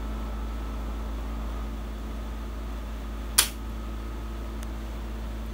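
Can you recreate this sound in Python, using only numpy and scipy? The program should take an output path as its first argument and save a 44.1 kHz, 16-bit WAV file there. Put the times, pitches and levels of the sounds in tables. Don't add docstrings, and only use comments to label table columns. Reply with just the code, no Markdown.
import sys
import numpy as np
from scipy import signal
from scipy.fft import rfft, irfft, next_fast_len
from scipy.io import wavfile
from scipy.ndimage import uniform_filter1d, minimum_filter1d, map_coordinates

SR = 44100
rng = np.random.default_rng(int(sys.argv[2]) if len(sys.argv) > 2 else 0)


def store_pcm(level_fs):
    pcm = np.round(np.clip(level_fs, -1, 1) * 32767).astype(np.int16)
    wavfile.write(sys.argv[1], SR, np.atleast_2d(pcm).T)


N = 243873


def amp(db):
    return 10 ** (np.asarray(db) / 20)


def unit(x):
    return x / np.sqrt(np.mean(x ** 2) + 1e-20)


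def along(points, hz):
    knots_hz, values = np.transpose(points)
    return np.interp(np.log(hz + 1), np.log(knots_hz + 1), values)


def wobble(knots_per_s):
    knots = rng.standard_normal(int(N * knots_per_s / SR) + 4)
    return map_coordinates(knots, [np.arange(N) * knots_per_s / SR])


def filtered(x, response):
    size = next_fast_len(len(x) + 8192)
    return irfft(rfft(x, size) * response(np.fft.rfftfreq(size, 1 / SR)), size)[:len(x)]


def noise(spectrum, size=N):
    return unit(filtered(rng.standard_normal(size), lambda hz: amp(along(spectrum, hz))))


def fade(t, t60):
    return np.exp(-np.log(1000) * t / t60)


def ramp(start_s, length_s):
    return np.clip((np.arange(N) / SR - start_s) / length_s, 0, 1)


def add(track, start_s, sound):
    part = track[round(start_s * SR):][:len(sound)]
    part += sound[:len(part)]


def generator(loaded_hz=54.42, free_hz=55.15, exhaust_db=-32.5, clatter_db=-57.5):
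    # (multiple of the firing rate, relative level loaded [dB], running free [dB])
    harmonics = [(1, 1, 1), (1.98, -25, -17), (2.97, -34, -41), (3.986, -12, -10.5), (5.01, -17.5, -22.5),
                 (6.006, -30.5, -17.5), (8.03, -25, -24.5), (11.18, -33, -39), (15.94, -27.5, -28),
                 (22.15, -36, -54)]
    # (multiple, relative level at the toaster [dB], backed away [dB], change running free [dB])
    singing = [(23, -55, -22.5, 3), (24, -20.5, -31.5, -6)]
    # (frequency [Hz], relative density [dB])
    clatter_spectrum = [(150, 4), (350, 1), (700, 0.5), (1250, 0), (1600, -14), (2500, -17), (5000, -72)]
    free = ramp(3.39, 0.202)
    load = 1 - free
    before_step = 1 - ramp(1.66, 0.032)
    away = ramp(0.95, 0.34) - ramp(4.45, 0.97)
    firing_hz = load * loaded_hz + free * free_hz
    phase = 2 * np.pi * np.cumsum(firing_hz) / SR + 0.0089 * wobble(11)
    exhaust = np.zeros(N)
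    for multiple, loaded_db, free_db in harmonics:
        waver_db = np.log(multiple) * wobble(6.5)
        level_db = load * loaded_db + free * free_db + waver_db
        exhaust += amp(level_db) * np.sin(multiple * phase + rng.uniform(0, 2 * np.pi))
    for multiple, near_db, away_db, change_db in singing:
        level_db = (1 - away) * near_db + away * away_db + free * change_db + wobble(9)
        exhaust += amp(level_db) * np.sin(multiple * phase)
    clatter = unit(noise(clatter_spectrum) * (1 + 0.34 * np.cos(2 * phase)))
    exhaust *= amp(exhaust_db + 2 * before_step)
    clatter *= amp(clatter_db + 10.5 * before_step)
    return exhaust + clatter


def room_tone(rush_db=-47, rumble_db=-46):
    # (frequency [Hz], level [dB])
    hum_tones = [(73, -69.5), (89, -62), (119.5, -57), (355, -59)]
    # (frequency [Hz], width [Hz], level [dB])
    whine_bands = [(1736, 70, -69.5), (2737, 30, -71.5), (3450, 90, -66), (4510, 90, -72.5),
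                   (6150, 80, -75.5), (7100, 53, -83)]
    # (frequency [Hz], relative density [dB])
    rush_spectrum = [(240, -26), (420, -4.5), (620, 0.5), (780, -5.5), (1200, -3.5), (1550, -9),
                     (2600, -13.5), (3600, -14.5), (4900, -23), (6300, -22), (9300, -27), (10500, -31.5),
                     (14800, -26), (15700, -20)]
    # (frequency [Hz], relative density [dB])
    rumble_spectrum = [(20, -29), (45, 3), (80, 8), (105, -2), (170, 2.5), (300, 3.5), (360, 3),
                       (410, -10.5), (700, -35.5)]
    t = np.arange(N) / SR
    hum, whine = np.zeros(N), np.zeros(N)
    for hz, db in hum_tones:
        hum += amp(db) * np.sqrt(2) * np.sin(2 * np.pi * hz * t + wobble(6))
    for hz, width_hz, db in whine_bands:
        phase = 2 * np.pi * hz * t
        whine += amp(db) * (wobble(width_hz) * np.sin(phase) + wobble(width_hz) * np.cos(phase))
    rush = amp(rush_db + 0.51 * wobble(8)) * noise(rush_spectrum)
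    rumble = amp(rumble_db) * noise(rumble_spectrum)
    return hum + whine + rush + rumble


def toaster_pop(rebound_s=0.002, rebound_loss_db=4, wires_db=-18, rise_s=0.00038):
    # (time [s], relative level of steel [dB], of crack [dB], of knock [dB])
    blows = [(3.3816, -31, -14.5, -28), (3.3874, -14, -12, -30), (3.3904, -25, -8.5, -14),
             (3.3970, -30, -22, -22), (3.4280, -46, -19, -41)]
    # (frequency [Hz], width [Hz], relative level [dB])
    frame_modes = [(990, 65, -7), (1257, 60, -2), (1600, 88, -4), (3260, 150, 4), (4450, 71, -11),
                   (5090, 120, 0), (5670, 48, -2), (7260, 100, 3), (8090, 83, -4), (9500, 64, -1),
                   (9530, 110, 3.5), (10810, 270, 13), (11700, 32, -15), (15100, 170, -5)]
    # (frequency [Hz], relative level [dB], t60 [s])
    wire_modes = [(1685, -3, .22), (2385, -5, .26), (2823, 0, .28), (3209, -3, .22), (3330, -1, .2),
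                  (4457, 2, .2), (5350, -2, .18), (6386, -5, .28), (7357, -3, .21), (9347, 3, .17),
                  (9814, 2, .14), (11090, -6, .22), (12008, -6, .26), (15130, -4, .2)]
    # (frequency [Hz], relative density [dB])
    crack_spectrum = [(300, -19), (900, -12), (2100, -6.5), (3300, -2.5), (5500, 3.5), (6600, -6),
                      (8500, -2), (10700, 1.5), (13000, -5), (15500, -5.5)]
    # (frequency [Hz], relative density [dB])
    knock_spectrum = [(150, -17), (400, -9), (560, -5.5), (720, -21), (950, -6.5), (1550, 0.5), (2050, -7),
                      (3300, -1.5), (6000, -9.5), (12000, -16.5)]
    out, t = np.zeros(N), np.arange(SR // 2) / SR
    for start_s, steel_db, crack_db, knock_db in blows:
        for bounce in range(2):
            frame, wires = np.zeros(len(t)), np.zeros(len(t))
            for hz, width_hz, db in frame_modes:
                decay = np.exp(-np.pi * width_hz * t)
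                frame += amp(db + rng.normal(0, 1.3)) * decay * np.sin(2 * np.pi * hz * t)
            for hz, db, t60 in wire_modes:
                wires += amp(db + rng.normal(0, 2.2)) * fade(t, t60) * np.sin(2 * np.pi * hz * t)
            steel = amp(steel_db - 3.5) * (frame + amp(wires_db) * wires)
            crack = amp(crack_db) * fade(t, t60=0.021) * noise(crack_spectrum, len(t))
            knock = amp(knock_db) * fade(t, t60=0.04) * noise(knock_spectrum, len(t))
            contact = amp(-rebound_loss_db * bounce) * (1 - np.exp(-t / rise_s))
            add(out, start_s + rebound_s * bounce, contact * (steel + crack + knock))
    return out


def cabin_echo(x, build_s=0.0042):
    # (frequency [Hz], t60 [s])
    decay_times = [(200, 0.62), (1000, 0.28), (3000, 0.3), (8000, 0.22), (15000, 0.22)]
    hz, t, bands = signal.stft(rng.standard_normal(SR // 2), SR, nperseg=256)
    bands *= fade(t, along(decay_times, hz)[:, None])
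    _, tail = signal.istft(bands, SR, nperseg=256)
    tail *= 1 - np.exp(-np.arange(len(tail)) / SR / build_s)
    return signal.fftconvolve(x, tail / np.linalg.norm(tail))[:N]


def spring_rattle(start_s=3.405, level_db=-29, rise_s=0.0059, contacts_per_s=1500):
    # (frequency [Hz], relative density [dB])
    spectrum = [(400, 2), (1200, -1), (2800, 6), (4000, -10), (5500, 2), (8000, 0.5), (11500, -2),
                (13000, 2.5), (15300, -0.5)]
    out, t = np.zeros(N), np.arange(SR // 2) / SR
    contacts = (rng.random(len(t)) < contacts_per_s / SR) * rng.standard_normal(len(t))
    chatter = unit(filtered(contacts, lambda hz: amp(along(spectrum, hz))))
    envelope = (1 - np.exp(-t / rise_s)) * fade(t, t60=0.31)
    add(out, start_s, amp(level_db) * envelope * chatter)
    return out


def tick(hz, t60, grit=0.36):
    t = np.arange(SR // 10) / SR
    wander = grit * np.cumsum(rng.standard_normal(len(t)))
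    return fade(t, t60) * np.sin(2 * np.pi * hz * t + wander)


def ticks_and_click(click_s=4.6309, click_db=-16.5, slips=4):
    # (time [s], peak level [dB])
    faint_ticks = [(3.695, -49), (5.461, -47)]
    out = np.zeros(N)
    for start_s, db in faint_ticks:
        add(out, start_s, amp(db) * tick(hz=12700, t60=0.04))
    for k in range(slips):
        slip = amp(click_db - 7 * k) * tick(hz=1920 + 4000 * k, t60=0.0028)
        add(out, click_s - 0.00024 * k ** 2, slip)
    return out


def scene(pop_echo_db=-6):
    pop, chatter = toaster_pop(), spring_rattle()
    echo = cabin_echo(amp(pop_echo_db) * pop + chatter)
    return (pop + chatter + echo + ticks_and_click() + generator() + room_tone())[None]


def gain_control(x, threshold_db=-22, slope=0.27, hold_s=0.14, ease_s=0.13):
    power = np.abs(uniform_filter1d(x ** 2, size=SR // 100))
    level_db = 10 * np.log10(power + 1e-12)
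    cut_db = np.minimum(0, slope * (threshold_db - level_db))
    hold, ease = int(hold_s * SR), int(ease_s * SR)
    held_db = minimum_filter1d(cut_db, hold, origin=(hold - 1) // 2)
    eased_db = uniform_filter1d(held_db, ease, origin=(ease - 1) // 2)
    return x * amp(eased_db)


def record(dry, ceiling=0.94, top_hz=15750):
    ducked = gain_control(dry[0])
    rounded = ducked / (1 + (ducked / ceiling) ** 4) ** (1 / 4)
    return filtered(rounded, lambda hz: hz < top_hz)[None]


dry = scene()
out = record(dry)
store_pcm(out)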